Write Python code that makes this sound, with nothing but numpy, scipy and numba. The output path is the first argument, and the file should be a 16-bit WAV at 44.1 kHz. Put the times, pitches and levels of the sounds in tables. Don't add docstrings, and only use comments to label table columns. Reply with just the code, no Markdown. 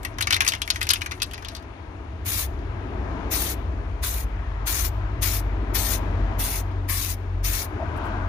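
import sys
import numpy as np
from scipy import signal
from scipy.fft import rfft, irfft
from scipy.io import wavfile
from scipy.ndimage import uniform_filter1d, minimum_filter1d
from numba import njit

SR = 44100
rng = np.random.default_rng(int(sys.argv[2]) if len(sys.argv) > 2 else 0)


def transcribe(signal):
    frames = np.atleast_2d(signal).T
    limited = np.clip(frames, -1, 1)
    pcm = np.round(limited * 32767).astype(np.int16)
    wavfile.write(sys.argv[1], SR, pcm)


def invert_db(x):
    u = np.asarray(x, float) / 20
    return 10 ** u


N = 365148
HZ = np.fft.rfftfreq(N, 1 / SR)
TIME = np.arange(N) / SR

# start_s, peak_db, ring_centre_hz, treble_db
HARD_SHAKE = [(0.031, -28, 1720, -10), (0.0493, -16.5, 2050, -13.5), (0.185, -17.5, 1800, -20.5),
              (0.2085, -11, 2120, -22.5), (0.2118, -13.5, 2580, -6.5), (0.2235, -11.5, 3740, -13.5),
              (0.2716, -11, 2080, -23), (0.3065, -8, 2150, -18.5), (0.3254, -6.5, 3640, -18),
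              (0.3303, -6, 2740, -22), (0.343, -9, 3510, -14), (0.364, -12.5, 2120, -16.5),
              (0.406, -5.5, 2610, -19.5), (0.4188, -11.5, 1620, -16), (0.4477, -17.5, 2140, -12),
              (0.465, -14, 2310, -19), (0.477, -5.5, 6260, -18), (0.4858, -6, 4160, -7.5),
              (0.5205, -14.5, 2940, -19), (0.5363, -14.5, 1970, -27), (0.55, -20.5, 2810, -14),
              (0.618, -11.5, 3500, -14), (0.6769, -17, 2020, -20), (0.7024, -5, 4400, -21),
              (0.7062, -17.5, 5040, 2), (0.7456, -29.5, 2690, -20), (0.759, -17.5, 2240, -22),
              (0.8096, -22.5, 2270, -19), (0.8143, -12.5, 2200, -21.5), (0.828, -15, 3660, -8.5)]
# start_s, peak_db, ring_centre_hz, treble_db
SLOW_SHAKE = [(0.869, -16.5, 2490, -17), (0.8903, -6.5, 5270, -14.5), (0.903, -5, 4160, -31),
              (0.9073, -7, 3230, -7.5), (0.9347, -7, 3200, -6.5), (0.9577, -18, 2680, -28),
              (1.0105, -25, 2500, -31), (1.0175, -16.5, 2250, -23.5), (1.061, -17.5, 2100, -16),
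              (1.1117, -21.5, 2680, -30), (1.118, -19.5, 2060, -22), (1.1777, -41, 1500, -28),
              (1.2013, -29, 2900, -31), (1.2192, -10, 4400, -19), (1.229, -14, 3540, -8),
              (1.312, -27.5, 3180, -15), (1.3346, -25, 2510, -15), (1.3433, -25.5, 4350, -27),
              (1.379, -26.5, 2260, -24), (1.4243, -31, 1600, -26), (1.448, -24, 3150, -20),
              (1.4567, -35, 4200, -28), (1.485, -22.5, 4200, -17), (1.5177, -34.5, 2010, -20),
              (1.5498, -24, 4320, -16), (1.565, -31.5, 4310, -14), (1.6244, -43, 1590, -19)]
OPEN_S = 0.018


def on_log(points, hz):
    f, db = np.transpose(points)
    return np.interp(np.log(np.maximum(hz, 1)), np.log(f), db)


def bell(hz, centre_hz, width_hz):
    return 1 / np.sqrt(1 + (2 * (hz - centre_hz) / width_hz) ** 2)


def curve(rows, column=1):
    rows = np.array(rows)
    return invert_db(np.interp(TIME, rows[:, 0], rows[:, column], -150, -150))


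def walk(rate):
    k = int(SR / rate)
    steps = np.repeat(rng.standard_normal(N // k + 1), k)
    return 1.223 * uniform_filter1d(uniform_filter1d(steps, k), k)[:N]


def hiss(gain, lo_hz, hi_hz, alike, lag, flicker_db, rate, count=4):
    alike = np.clip(alike, 0, 1)
    shared, left, right = rfft(rng.standard_normal((3, N)))
    late = np.exp(-2j * np.pi * HZ * lag / SR)
    common = np.sqrt(alike) * shared * np.array([late, late ** 0])
    both = gain * (common + np.sqrt(1 - alike) * np.array([left, right]))
    place = (count + 1) * np.log(np.maximum(HZ, 1) / lo_hz) / np.log(hi_hz / lo_hz)
    out = np.zeros((2, N))
    for k in range(1, count + 1):
        band = irfft(both * np.clip(1 - abs(place - k), 0, 1), N)
        out += invert_db(flicker_db * walk(rate)) * band
    return out / np.sqrt(np.mean(out ** 2))


def passing(nearest_s, db, half_s):
    return invert_db(db) ** 2 / (1 + ((TIME - nearest_s) / half_s) ** 2) ** 2


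def yard_notes():
    # centre_hz, width_hz, level_db
    resonances = [(298, 40, 0), (664, 23, 2), (800, 56, -9), (1670, 81, -9)]
    wall_hz = 317.8
    notes = 1 + sum(invert_db(db) * bell(HZ, f, w) for f, w, db in resonances)
    return notes * abs(1 + 0.18 * bell(HZ, 0, 2000) * np.exp(-2j * np.pi * HZ / wall_hz))


def road():
    # pitch_hz, level_db (per Hz)
    low_colour = [(16, -29.5), (28, -2), (49, -3.5), (87, 0.5), (106, -6.5), (141, -13.5), (221, -16),
                  (293, -17), (419, -16.5), (482, -22), (600, -42), (780, -59.5), (1320, -120)]
    # pitch_hz, level_db (per Hz)
    high_colour = [(300, -4), (500, -6), (1000, -1), (1600, -6.5), (2300, -9), (3500, -17), (5000, -24),
                   (6900, -27), (7400, -36.5), (9800, -36), (10300, -41), (15000, -51.5)]
    # nearest_s, roar_db, width_s, tyres_minus_roar_db
    car_rows = [
        (.2, -49, 0.34, -1.5),
        (2.6, -47, 0.42, -5.5),
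        (3.22, -35.5, 0.47, -4.5),
        (5.0, -44, 0.93, -0.5),
        (5.7, -40.5, 0.33, -5.5),
        (6.15, -37.5, 0.44, -2),
        (8.03, -36, .35, -3),
    ]
    # time_s, level_db
    far_rumble = [(0, -37.5), (.4, -35.5), (.7, -39), (1.95, -39.5), (2.25, -33), (3.3, -32), (4.1, -35.5),
                  (4.85, -31.5), (5.7, -33), (6.45, -29), (7.1, -37.5), (7.6, -36), (7.95, -30.5),
                  (8.28, -34.5)]
    low, high = invert_db(on_log(low_colour, HZ)), invert_db(on_log(high_colour, HZ))
    notes = yard_notes()
    cars = [passing(*car[:3]) for car in car_rows]

    rumble = curve(far_rumble) * invert_db(2) * hiss(low, 22, 160, .98, 0, 1.6, 5, count=5)

    far_roar_db, far_tyres_db = -48, -50
    roar_gain = np.sqrt(invert_db(far_roar_db) ** 2 + sum(cars))
    roar_alike = np.interp(HZ, [140, 250], [.6, .95])
    roar = roar_gain * invert_db(2) * hiss(low * notes, 120, 720, roar_alike, -8.5, 1.66, 7.3)

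    far = invert_db(far_tyres_db + 7) * hiss(high * notes, 267, 22000, 0.29, -8.5, 1.0, 10, count=9)
    shadow = 0.5 + bell(HZ, 0, 2 * 2600) ** 2
    tyre_gain = np.sqrt(sum(p * invert_db(car[3]) ** 2 for p, car in zip(cars, car_rows)))
    near = tyre_gain * invert_db(6) * hiss(high * notes * shadow, 267, 22000, 0.38, -8.5, 1.52, 9, count=6)
    return rumble + roar + far + near


def yard_echo(x, t60, wet_db):
    t = TIME[:SR // 2]
    tail = rng.standard_normal((2, len(t))) * np.exp(-np.log(1000) * t / t60) * (t > .006)
    tail = tail / np.sqrt(np.sum(tail ** 2, axis=1, keepdims=True))
    return x + invert_db(wet_db) * signal.fftconvolve(x, tail, axes=1)[:, :N]


@njit
def ring_modes(poles, starts, size):
    out = np.zeros((2, size))
    for m in range(len(poles)):
        z = 1 + 0j
        for i in range(size):
            out[0, i] += (starts[0, m] * z).imag
            out[1, i] += (starts[1, m] * z).imag
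            z *= poles[m]
    return out


def stirring():
    blows = np.zeros(N)
    for s, db, _, _ in HARD_SHAKE + SLOW_SHAKE:
        blows[int(s * SR)] = invert_db(db)
    t = TIME[:SR // 3] / .014
    rest = invert_db(-64) * (TIME < 1.6)
    return invert_db(-36.5) * abs(signal.fftconvolve(blows, t * np.exp(1 - t))[:N]) + rest


def rattle():
    # pitch_hz, level_db (per Hz)
    tin_colour = [(290, -52), (500, -34), (1120, -2.5), (1470, -7), (2200, -7), (3850, -5), (6180, -2),
                  (7560, -12), (9790, -8), (13000, -10.5), (15500, -20)]
    # start_s, peak_db, ring_centre_hz, treble_db
    cap_ticks = [
        (2.59, -46, 4340, -23),
        (6.7136, -47, 4080, -18),
    ]
    out, t = np.zeros((2, N)), TIME[:SR // 7]
    for s, db, centre_hz, treble_db in HARD_SHAKE + SLOW_SHAKE + cap_ticks:
        t60 = .052 - .0013 * db
        size, loss = rng.standard_normal((2, 300))
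        place, left, right = rng.random((3, 300))
        hz = 700 * (15400 / 700) ** np.sqrt(place)
        gain = invert_db(on_log(tin_colour, hz) + np.where(hz > 7000, treble_db + 19.5, 0))
        gain = gain * (0.14 + bell(hz, centre_hz, 0.23 * centre_hz))
        fade = np.log(1000) / np.clip(t60, .02, .2) * (hz / 3000) ** 0.2 * invert_db(2 * loss)
        turn = np.exp(2j * np.pi * np.array([left, np.where(size > .3, left, right)]))
        strength = gain * invert_db(3 * size)
        ring = ring_modes(np.exp((2j * np.pi * hz - fade) / SR), strength * turn, size=len(t))
        ring = ring / abs(ring).max() * (1 - np.exp(-t / 0.00095))
        ring = ring * (1 + 1.7 * np.exp(-t / 0.0025))
        click = (gain * hz) @ np.sin(2 * np.pi * hz[:, None] * t[:128]) * np.exp(-t[:128] / .0004)
        ring[:, :len(click)] += invert_db(6.5) * click / abs(click).max()
        chatter = np.zeros(SR // 30)
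        when, weak = rng.random((2, 4))
        chatter[(when * len(chatter)).astype(int)] = invert_db(-9.5 - 16 * weak - 10 * when)
        chatter[0] = 1
        ring = signal.fftconvolve(ring, chatter[None], axes=1)
        ring = ring * invert_db(db + 7) / abs(ring).max()
        for port, lag in enumerate((8, -8)):
            i = int(s * SR) + lag
            out[port, i:i + ring.shape[1]] += ring[port]
    out = signal.sosfilt(signal.butter(3, 800, "high", fs=SR, output="sos"), out)
    slosh = stirring() * hiss(invert_db(on_log(tin_colour, HZ)), 900, 18000, 0.36, 47, 4.5, 40.5)
    both = yard_echo(out, 0.18, -26) + slosh
    both[1] = irfft(rfft(both[1]) * invert_db(1 + 4.5 * bell(HZ, 4500, 4500)), N)
    return both


def engines():
    # time_s, firing_hz, level_db, octave_minus_firing_db
    lorry = [(2.3, 45.2, -55, 11), (2.6, 46.1, -37.5, -7), (3.5, 47.77, -40, -7.5), (4.1, 48.1, -29, -16),
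             (4.7, 48.3, -32.5, -9), (5, 48.5, -30, -0.5), (6.05, 47.4, -25.5, -9), (6.76, 46.4, -31, -1),
             (7.25, 45.6, -33.5, 3.5), (7.46, 45.53, -23.5, -9.5), (7.7, 45.4, -35.5, 1),
             (7.9, 45.38, -35.5, -21), (8.28, 45, -33, 7.5)]
    # time_s, firing_hz, level_db
    van = [
        (1.8, 62.7, -55),
        (2.5, 62.2, -32.5),
        (2.75, 62, -61),
        (2.95, 61.9, -38),
        (3.3, 61.7, -36),
        (3.7, 61.4, -31),
        (4.3, 60.9, -33.5),
        (5.44, 60.4, -35.5),
        (5.7, 60.3, -33),
        (6.6, 60, -57),
    ]
    load = invert_db(np.interp(TIME, *np.transpose(lorry)[[0, 3]]))
    out = 0
    for rows, order, share in ((lorry, 1, 1), (lorry, 2, load), (lorry, 4, invert_db(-24)), (van, 1, 1)):
        hz = order * np.interp(TIME, *np.transpose(rows)[:2]) * (1 + 0.0054 * walk(6))
        level = share * curve(rows, column=2) * invert_db(3.5 + 1.44 * walk(7))
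        out = out + level * np.sin(2 * np.pi * np.cumsum(hz) / SR)
    return out


def valve(opens_s, shuts_s, db, sag_db):
    open_db, shut_db = -29, -41
    eases_s, held_db = shuts_s - 0.032, db + sag_db
    dribble_db = held_db - 8.5
    return curve([(opens_s, db + open_db), (opens_s + OPEN_S / 2, db + open_db / 3), (opens_s + OPEN_S, db),
                  (eases_s, held_db), (eases_s + 0.026, dribble_db),
                  (shuts_s, dribble_db - 3.5), (shuts_s + 0.024, held_db + shut_db)])


def coarse_treble(x, from_hz, share, size=2048):
    f, _, z = signal.stft(x, SR, nperseg=size)
    weak = abs(z) ** 2 < share * uniform_filter1d(abs(z) ** 2, size=16, axis=1)
    return signal.istft(np.where(weak & (f > from_hz)[:, None], 0, z), SR, nperseg=size)[1][:, :N]


def mat_bounce(x, share, delay_s, sway_s):
    late = [np.interp(TIME - delay_s - sway_s * walk(3), TIME, port) for port in x]
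    return x + share * np.array(late)


def spray():
    # opens_s, shuts_s, hiss_db, sag_db (while held), left_minus_right_db
    presses = [
        (2.247, 2.46, -32.5, 3, 4),
        (3.301, 3.544, -30, -2, 3),
        (4.019, 4.244, -30, -9.5, 3),
        (4.656, 4.888, -29, -3.5, 4),
        (5.211, 5.404, -29.5, -4.5, 6.5),
        (5.736, 5.985, -28.5, -6.5, 8),
        (6.381, 6.612, -31, -3, 3.5),
        (6.879, 7.145, -31, -3.5, 4.5),
        (7.429, 7.658, -31.5, -2, 4),
    ]
    left_lags = [6, 7, 4, 6, 0, -4, 1, 4, 6]
    # pitch_hz, level_db (per Hz)
    jet_colour = [(650, -29), (1100, -1.5), (1430, -5.5), (2090, -0.5), (2390, 0), (2790, -3.5), (3110, -8),
                  (3760, -3.5), (6250, 0), (7720, -5), (11400, -2), (14800, 1.5), (15500, 0)]
    # centre_hz, width_hz, level_db
    whistles = [(2250, 226, -22), (6650, 250, -4), (11000, 1000, -15.5), (12100, 1800, -8)]
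    colour = invert_db(on_log(jet_colour, HZ)) * (1 + sum(invert_db(db) * bell(HZ, f, w) for f, w, db in whistles))
    bright = hiss(colour, 2740, 19500, 0.13, 0, 2.35, 45, count=16)
    bright = coarse_treble(bright, 4500, .9)
    body = hiss(colour, 730, 4350, 0.53, 0, 2.1, 25, count=7)
    sputter = invert_db(1.2 * walk(300) + .9 * walk(40))
    out = np.zeros((2, N))
    sway = walk(11)
    for (opens_s, shuts_s, db, sag_db, side_db), lag in zip(presses, left_lags):
        body_db = -3 + 5 * np.exp(-abs(TIME - opens_s) / 0.026)
        surge = invert_db(1.5 * np.exp(-abs(TIME - opens_s - OPEN_S) / .03))
        flow = valve(opens_s, shuts_s, db, sag_db) * surge * sputter
        jet = flow * (bright * invert_db(9) + body * invert_db(body_db))
        pan_db = side_db + 1.2 * sway - 6.5
        out += [np.roll(jet[0], lag) * invert_db(pan_db / 2), jet[1] * invert_db(-pan_db / 2)]
    out = mat_bounce(out, .28, .0021, .0004)
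    return yard_echo(out, 0.34, -27)


def near_car():
    notes = yard_notes()
    rush_db, near_db = -29.5, -38
    rush = passing(7.82, rush_db, 0.037) / invert_db(rush_db)
    near = passing(8.12, near_db, .36) / invert_db(near_db)
    hollow = np.hypot(rush, near) * hiss(notes, 513, 1160, 0.83, -0.5, 2.2, 28)
    return hollow + near * invert_db(3) * hiss(notes, 820, 1750, 0.34, -9.5, 1.5, 12)


def sleeve():
    # middle_s, level_db, width_s
    brushes = [
        (7.975, -52, 0.014),
        (8.06, -55, 0.032),
        (8.28, -65, .004),
    ]
    strokes = sum(passing(*row) / invert_db(row[1]) for row in brushes)
    return strokes * invert_db(-2.5) * hiss(1, 6000, 16000, 0.22, 0, 2.5, 60)


def scene():
    return road() + rattle() + engines() + spray() + near_car() + sleeve()


def drop_weak_treble(x, from_hz, jump_db, below_db, scatter_db, size=256):
    f, _, z = signal.stft(x, SR, nperseg=size, noverlap=size // 2)
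    power = uniform_filter1d(np.sum(abs(z) ** 2, axis=0), size=7, axis=0)
    top = -minimum_filter1d(-power, size=11, axis=1, origin=5)
    treble = power[f > from_hz].sum(axis=0)
    jump = treble[2:] > treble[:-2] * invert_db(jump_db) ** 2
    near_knock = np.convolve(jump, np.ones(13))[:len(treble)] > 0
    patch = np.kron(rng.standard_normal((len(f) // 5 + 1, z.shape[2] // 2 + 1)), np.ones((5, 2)))
    weak = power < top * invert_db(scatter_db * patch[:len(f), :z.shape[2]] - below_db) ** 2
    z = np.where(weak & near_knock & (f > from_hz)[:, None], 0, z)
    return signal.istft(z, SR, nperseg=size, noverlap=size // 2)[1][:, :N]


def top_cut(x):
    return signal.sosfilt(signal.butter(12, 16820, fs=SR, output="sos"), x)


def record(dry):
    # pitch_hz, level_db
    right_colour = [(60, -1.5), (200, -4), (700, -6), (2400, -10.5), (4400, -14.5), (7000, -18.5),
                    (8000, -20.5), (9200, -1), (11500, -5.5), (15000, -9.5)]
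    # pitch_hz, level_db
    phone_band = [(30, -14), (40, 0), (15420, 0), (15560, -28), (16300, -58)]
    ports = invert_db(on_log(phone_band, HZ) + np.array([0 * HZ, on_log(right_colour, HZ)]))
    heard = irfft(rfft(dry) * ports, N)
    mix = drop_weak_treble(heard, from_hz=6900, jump_db=7, below_db=13, scatter_db=7)
    return top_cut(mix)


dry = scene()
out = record(dry)
transcribe(out)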